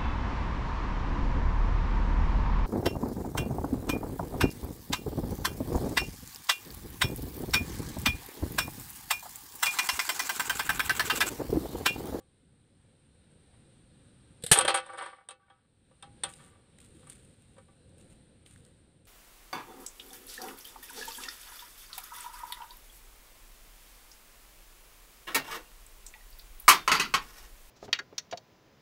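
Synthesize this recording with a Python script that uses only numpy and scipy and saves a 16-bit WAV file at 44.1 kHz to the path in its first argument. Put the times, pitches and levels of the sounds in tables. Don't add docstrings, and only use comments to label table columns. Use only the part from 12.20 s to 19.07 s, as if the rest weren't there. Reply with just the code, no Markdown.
import sys
import numpy as np
from scipy import signal
from scipy.fft import rfft, irfft, next_fast_len
from scipy.io import wavfile
from scipy.ndimage import uniform_filter1d

SR = 44100
rng = np.random.default_rng(int(sys.argv[2]) if len(sys.argv) > 2 else 0)


def output_pcm(signal):
    pcm = np.clip(np.atleast_2d(signal).T, -1, 1) * 32767
    wavfile.write(sys.argv[1], SR, np.round(pcm).astype(np.int16))


def gain_from_decibels(decibels):
    exponent = np.asarray(decibels, float) / 20
    return 10 ** exponent


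N = 302967

# freq_hz, level_db, t60_s
HOLLOW_MODES = [(340, -15.5, 0.17), (517.7, -7, 0.17), (555.2, -2.5, 0.081), (790, -1.5, 0.14),
                (966.3, -3.5, 0.095), (1023, 2, 0.033), (1155.6, -3, 0.13), (1172, -6.5, 0.14),
                (1287, -4.5, 0.12), (1476, -7.5, 0.25), (1563, -2, 0.059), (1790, -8, 0.13),
                (2020, -13, 0.14), (2254, -11.5, 0.21)]
# freq_hz, level_db, t60_s
WALL_MODES = [(2610, -22, 0.73), (2642, -18, 0.21), (2850, -13, 0.059), (3090, -13, 0.13),
              (3260, -6, 0.082), (3580, -1.5, 0.017), (3920, -12, 0.062), (4020, -17.5, 0.056),
              (4220, -21, 0.17)]
# freq_hz, density_db_per_hz
SKIN_SPECTRUM = [(180, -32), (400, -8.5), (1000, -5.5), (1600, -1.5), (2100, -7.5), (3300, -5.5),
                 (4200, -11.5), (5000, -18), (6200, -26.5), (7500, -19.5), (8650, -1), (9800, -13.5),
                 (11500, -31.5), (14300, -41.5)]
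# freq_hz, density_db_per_hz
GRASS_SPECTRUM = [(590, -50), (1000, -14.5), (1190, -5.5), (1690, -6), (3400, -3), (5930, -14.5),
                  (9050, 5.5), (10700, -14), (12200, -26.5), (14300, -7.5)]


def evened(x):
    return x / np.sqrt(np.mean(x ** 2) + 1e-20)


def peaked(x):
    return x / np.max(abs(x))


def read(points, hz):
    f, value = np.transpose(points)
    return np.interp(np.log(hz + 1), np.log(f + 1), value)


def colour(x, points, lo_hz=0, hi_hz=SR):
    size = next_fast_len(len(x))
    hz = np.fft.rfftfreq(size, 1 / SR) + 1
    edges = 1 / np.sqrt((1 + (lo_hz / hz) ** 12) * (1 + (hz / hi_hz) ** 40))
    return irfft(rfft(x, size) * gain_from_decibels(read(points, hz)) * edges, size)[:len(x)]


def placed(source, events):
    line = np.zeros(N)
    for start_s, *settings in events:
        sound = source(*settings)
        part = line[max(round(start_s * SR), 0):][:len(sound)]
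        part += sound[:len(part)]
    return line


def yard(points, level_db, patchy_db, swell_db):
    frames, hz = N // 256 + 5, np.fft.rfftfreq(1024, 1 / SR)
    a, b, patches = rng.standard_normal((frames, 513, 3)).T
    patches = uniform_filter1d(patches, size=6, axis=0)
    patches = evened(uniform_filter1d(patches, size=12, axis=1))
    swell = evened(uniform_filter1d(rng.standard_normal(frames), size=20))
    z = (a + 1j * b) * gain_from_decibels(read(points, hz)[:, None] + patchy_db * patches + swell_db * swell)
    return evened(signal.istft(z, nperseg=1024, noverlap=768)[1][:N]) * gain_from_decibels(level_db)


def background():
    # freq_hz, density_db_per_hz
    rumble = [(12, -44), (20, -13), (27, -19), (107, 2), (163, -6.5), (211, -6), (247, -11.5), (300, -13.5),
              (390, -42), (660, -120)]
    # freq_hz, density_db_per_hz
    hiss = [(410, -33.5), (700, -4.5), (774, -3.5), (1160, -5.5), (1530, -2.5), (1990, -5.5), (3520, -5),
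            (3940, -2.5), (4820, -12), (6870, -20.5), (8840, 3), (10300, -19), (11200, -40.5), (13400, -29),
            (14300, -29)]
    # freq_hz, density_db_per_hz
    drone = [(160, -28), (280, -2), (344, -5), (394, -3.5), (460, -6.5), (500, 3), (534, -6), (645, -15.5),
             (800, -14.5), (1040, -43), (1760, -120)]
    # time_s, gain_db
    camera_gain = [(0.0, -6), (0.9, -2.5), (1.22, 0.5), (1.9, 1), (2.5, 1.5), (2.59, -5.5), (2.85, -10.5),
                   (3.17, -15), (3.4, -11.5), (4.05, 4), (4.4, -2), (4.82, 3), (5.55, -0.5), (5.9, 4),
                   (6.15, 0.5), (6.48, 2), (6.87, -2.5)]
    t = np.arange(N) / SR
    gust_s, gust_width_s, gust_peak_db = 2.44, 0.06, 10
    gust_db = gust_peak_db * np.exp(-((t - gust_s) / gust_width_s) ** 2)
    lull_start_s, lull_db_per_s = 4, -1.07
    lull_db = lull_db_per_s * np.maximum(t - lull_start_s, 0)
    mix = yard(rumble, -61.5 + gust_db, 0.79, 0.97)
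    mix += yard(hiss, -69.5 + lull_db, 0.93, 0.35)
    mix += yard(drone, -69.5 + gust_db, 2.4, 0.93)
    return mix * gain_from_decibels(np.interp(t, *np.transpose(camera_gain)))


def tone(db, hz, t60_s):
    t = np.arange(SR // 3) / SR
    return gain_from_decibels(db - 60 * t / t60_s) * np.sin(2 * np.pi * hz * t) * (1 - np.exp(-t / .002))


def lone_modes():
    # start_s, level_db, pitch_hz, t60_s
    touches = [(0, -62, 790, 0.091), (0, -59.5, 520, 0.17), (2.374, -18.5, 443, 0.04),
               (2.4485, -16.5, 586, 0.034), (2.4485, -23.5, 367, 0.031), (3.828, -52.5, 812, 0.39),
               (5.381, -42, 531, 0.058), (3.712, -56, 527, 0.074), (2.9, -59, 802, .45),
               (2.9, -57, 1144, .4), (3.19, -68, 795, .5), (3.2, -67, 1147, .5), (3.229, -63, 1550, 0.11),
               (3.3, -62, 1290, 0.27), (3.3, -59.5, 1690, .07), (3.3, -62, 3280, 0.1),
               (3.087, -50, 3770, 0.12), (4.036, -28.5, 3590, .06), (4.036, -33, 4300, 0.035),
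               (3.825, -49, 3580, 0.052), (3.826, -52, 1300, 0.13)]
    return placed(tone, touches)


def ring(modes, t, scale, spread_db):
    hz, db, t60_s = np.transpose(modes)[:, :, None]
    luck = rng.standard_normal((2, len(modes), 1))
    fade_db = db + spread_db * luck[0] - 60 * t / (scale * np.clip(t60_s, .03, .18))
    detuned_hz = hz * (1 + 0.0052 * luck[1])
    onset = 1 - np.exp(-t * hz / 3.0)
    sines = gain_from_decibels(fade_db) * np.sin(2 * np.pi * detuned_hz * t) * onset
    return signal.sosfilt(signal.butter(4, 300, "high", fs=SR, output="sos"), sines.sum(0))


def skin(count, share):
    a, b, pick = rng.standard_normal((3, count // 2 + 1))
    return irfft((a + 1j * b) * (abs(pick) < share), count)


def knock(db, hollow_db, bright_db, crumple_s, t60_s):
    t = np.arange(SR // 3) / SR
    sharp = np.exp(-crumple_s / 0.011)
    push = rng.standard_normal(len(t)) * np.exp(-t / crumple_s) * 0.048 + np.exp(-t / .0001)
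    fall = gain_from_decibels(-60 * np.maximum(t - crumple_s, 0) / t60_s)
    fall *= 1 + 3 * sharp * np.exp(-t / .003)
    fall *= 1 - np.exp(-t / (0.44 * crumple_s))
    hollow, wall = (signal.fftconvolve(push, ring(modes, t, t60_s / 0.11, 2.6))[:len(t)]
                    for modes in (HOLLOW_MODES, WALL_MODES))

    top_hz = np.clip(14500 + 330 * (db + 8), 10400, 14500)
    crowd = skin(len(t), 0.39)
    dull = colour(crowd, SKIN_SPECTRUM, 280, 6400) * fall
    bright = colour(crowd * fall ** 1.7, SKIN_SPECTRUM, 6500, top_hz)
    spike = colour(rng.standard_normal(len(t)), SKIN_SPECTRUM, 310, top_hz)
    spike *= t * np.exp(-t / 0.00045)

    sound = gain_from_decibels(-9) * peaked(dull) + gain_from_decibels(-13) * peaked(wall) + gain_from_decibels(-8.0) * sharp * peaked(spike)
    sound += gain_from_decibels(hollow_db + 4.0) * peaked(hollow) + gain_from_decibels(bright_db + 3.5) * peaked(bright)
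    return gain_from_decibels(db) * sound * np.cos(np.pi / 2 * t / t[-1]) ** 2


def glances():
    # start_s, peak_db, hollow_db re peak, bright_db re peak
    touches = [(0.0014, -67.5, -2, -9), (1.1135, -73, -14, 9), (1.332, -61, -6, -10),
               (2.4077, -12.5, -16.5, -9.5), (2.5024, -14.5, -15.5, -17), (2.5725, -19, -24, -12),
               (2.5989, -37, -28, -12), (2.6612, -43.5, -2.5, -5), (2.698, -49, 7.5, -6),
               (2.733, -48, 8.5, -1.5), (2.773, -45, 2, -8), (2.8219, -39.5, 3.5, -6.5),
               (2.8594, -36, -7.5, -12), (2.899, -44, -21.5, -24), (3.0069, -75, 5, -23),
               (3.1064, -34.5, -14, -9), (3.2988, -51, -3, -20), (3.7104, -60.5, -3, -18),
               (4.1984, -49.5, -7.5, -21), (4.8272, -51, -7, -19), (4.8683, -50, -4, -1.5),
               (5.3649, -56, -5, -16), (5.3804, -51, -5, -9.5), (5.482, -60.5, -2.5, -15)]
    crumple_s, t60_s = 0.0046, 0.13
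    return placed(knock, [(*row, crumple_s, t60_s) for row in touches])


def burst(spectrum, tilt_db_per_octave, db, rise_s, hold_s, t60_s):
    t = np.arange(SR // 4) / SR
    tilted = [(hz, level + tilt_db_per_octave * np.log2(hz / 3000)) for hz, level in spectrum]
    fall_db = -60 * np.maximum(t - hold_s, 0) / t60_s - 160 * t
    shape = np.minimum(t / rise_s, 1) ** 2 * gain_from_decibels(fall_db)
    return gain_from_decibels(db) * peaked(colour(skin(len(t), 0.45), tilted, 390) * shape)


def sling():
    # start_s, peak_db, rise_s, hold_s, t60_s
    snaps = [
        (2.2234, -41, 0.00046, 0.0025, 0.071),
        (2.2371, -24, 0.00043, 0.0028, 0.074),
        (2.262, -19.5, 0.0033, 0.0036, .035),
        (2.267, -35.5, 0.0042, 0.032, .2),
    ]
    # freq_hz, density_db_per_hz
    rubber = [(180, -37.5), (300, -7), (520, -5.5), (1080, -28), (1690, -8.5), (2370, -16.5), (3920, -5),
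              (6360, -25.5), (7980, -2.5), (9080, -3.5), (14300, -27)]
    return placed(lambda *row: burst(rubber, -0.33, *row), snaps)


def thumps():
    # start_s, level_db, pitch_hz, t60_s
    blows = [
        (2.2375, -30, 482.4, 0.049),
        (2.2373, -27.5, 150, 0.033),
        (2.316, -9, 143, 0.033),
        (2.3158, -13, 481, .05),
        (2.315, -24, 60.1, .05),
        (4.745, -51, 321.5, 0.14),
    ]
    return placed(tone, blows)


def tear():
    # start_s, peak_db, rise_s, hold_s, t60_s
    blows = [
        (2.3142, 0.5, 0.00036, 0.014, 0.14),
    ]
    # freq_hz, density_db_per_hz
    metal = [(120, -37.5), (200, -5.5), (307, -16.5), (463, -6), (1240, -14), (1740, -5.5), (1970, -12.5),
             (3360, -7.5), (5350, -16), (7510, -11.5), (8660, 0), (13300, -23), (14300, -27.5)]
    return placed(lambda *row: burst(metal, -0.47, *row), blows)


def knocks():
    # start_s, peak_db, hollow_db re peak, bright_db re peak, crumple_s
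    hits = [
        (2.354, -12, -13.5, -27.5, 0.0071),
        (2.3726, -15.5, -10, -6, 0.0046),
        (2.3875, -9, -16.5, 0.5, .0008),
        (2.449, -16, -13, -11.5, 0.003),
        (2.4785, -5.5, -17.5, -17.5, 0.0064),
        (2.5416, -14.5, -8, -7, 0.0083),
        (2.783, -34.5, -4.5, -8, 0.00089),
        (3.0874, -32, -16.5, -3.5, 0.0017),
        (3.825, -34, -17, -8.5, 0.0027),
        (4.0352, -17.5, -19, -6.5, 0.0024),
    ]
    t60_s = 0.15
    return placed(knock, [(*row, t60_s) for row in hits])


def crackle(count, per_s, spread_db):
    size = gain_from_decibels(spread_db * np.minimum(rng.exponential(1, count), 4)) * rng.choice([-1, 1], count)
    return size * (rng.random(count) < per_s / SR)


def laid(spells):
    rise_s, depth_db = 0.012, 44

    def spell(db, hold_s, fall_db_per_s):
        t = np.arange(0, rise_s + hold_s + depth_db / fall_db_per_s, 1 / SR)
        fall_db = fall_db_per_s * np.maximum(t - rise_s - hold_s, 0)
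        return np.minimum(t / rise_s, 1) ** 2 * gain_from_decibels(db - fall_db)

    return placed(spell, [(start_s - rise_s, *row) for start_s, *row in spells])


def chatter():
    # start_s, level_db, hold_s, fall_db_per_s
    scrapes = [
        (2.585, -33.5, 0.0022, 804),
        (2.632, -51, 0.18, 192),
        (2.782, -43, 0.06, 143.5),
        (3.0, -80.5, 0.014, 199.5),
        (3.2, -73, 0.095, 206.5),
        (3.31, -74.5, 0.084, 124.5),
        (4.08, -57.5, 0.0056, 298.5),
        (4.195, -60, 0.0047, 63),
    ]
    t = np.arange(SR // 6) / SR
    touches = [crackle(N, 320, 5.1) for _ in range(3)]
    hollow, wall = (evened(signal.fftconvolve(x, ring(modes, t, 0.58, 0.81))[:N])
                    for x, modes in zip(touches, (HOLLOW_MODES, WALL_MODES)))
    noise = rng.standard_normal(N) * (uniform_filter1d(abs(touches[2]), 150) + 0.079)
    dull = evened(colour(noise, SKIN_SPECTRUM, 390, 5700))
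    bright = evened(colour(noise, SKIN_SPECTRUM, 7400, 10500))
    mix = gain_from_decibels(-1.0) * hollow + gain_from_decibels(-21) * wall + gain_from_decibels(-8.5) * dull + gain_from_decibels(-15) * bright
    return laid(scrapes) * mix


def snap(db, hz, bright_db):
    t = np.arange(SR // 30) / SR
    noise = rng.standard_normal((2, len(t)))
    pitch = [(hz / 2, -20), (hz, 0), (hz * 2, -12), (hz * 4, -30)]
    body = colour(noise[0], pitch) * gain_from_decibels(-60 * t / 0.023)
    tick = colour(noise[1], GRASS_SPECTRUM, 4200) * gain_from_decibels(-60 * t / 0.018)
    return gain_from_decibels(db) * (gain_from_decibels(-14) * peaked(body) + gain_from_decibels(bright_db + 4.0) * peaked(tick))


def stalks():
    # start_s, peak_db, centre_hz, bright_db re peak
    snaps = [(4.084, -32, 2070, -26), (4.137, -33.5, 3450, -10.5), (4.5858, -37.5, 2030, -12.5),
             (4.6025, -36, 2460, -16.5), (4.6476, -46.5, 1510, -4.5), (4.8986, -38.5, 1390, 0.5),
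             (4.9292, -44.5, 3680, -1.5), (4.9568, -46, 2380, -8), (5.2214, -48.5, 1510, -8),
             (5.693, -51, 4310, -10.5), (5.7824, -49.5, 1753, -3), (5.811, -42.5, 2700, -10),
             (6.2618, -32, 2537, -38), (6.3101, -40, 1890, -12.5), (6.3602, -34.5, 1720, -23),
             (6.4498, -40.5, 3570, -10), (6.8536, -48.5, 2470, -4)]
    return placed(snap, snaps)


def rustle():
    # start_s, level_db, hold_s, fall_db_per_s
    steps = [(4.088, -54.5, 0.039, 400), (4.156, -62.5, 0.1, 146), (4.605, -59.5, 0.0043, 97),
             (4.748, -69.5, 0.27, 154), (4.895, -58.5, 0.016, 158), (5.04, -74, 0.37, 60),
             (5.78, -66.5, .005, 70), (5.9, -66.5, .015, 299.5), (6.262, -59, .005, 80),
             (6.462, -70.5, 0.0047, 249), (6.855, -69, 0.031, 98.5)]
    grains = evened(crackle(N, 2300, 4.3)) + 0.37 * rng.standard_normal(N)
    return laid(steps) * evened(colour(grains, GRASS_SPECTRUM))


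def scene():
    mix = background() + lone_modes() + glances()
    mix += sling() + thumps() + tear() + knocks() + chatter()
    mix += stalks() + rustle()
    return mix[None]


def band_limit(x):
    return signal.sosfilt(signal.butter(12, 14430, fs=SR, output="sos"), x)


def record(dry):
    held = .62 * np.tanh(dry / .62)
    lowpass = signal.firwin(511, 14100, window=("kaiser", 9), fs=SR)
    held = signal.oaconvolve(held, lowpass[None], "same")
    return band_limit(held)


dry = scene()
out = record(dry)
output_pcm(out)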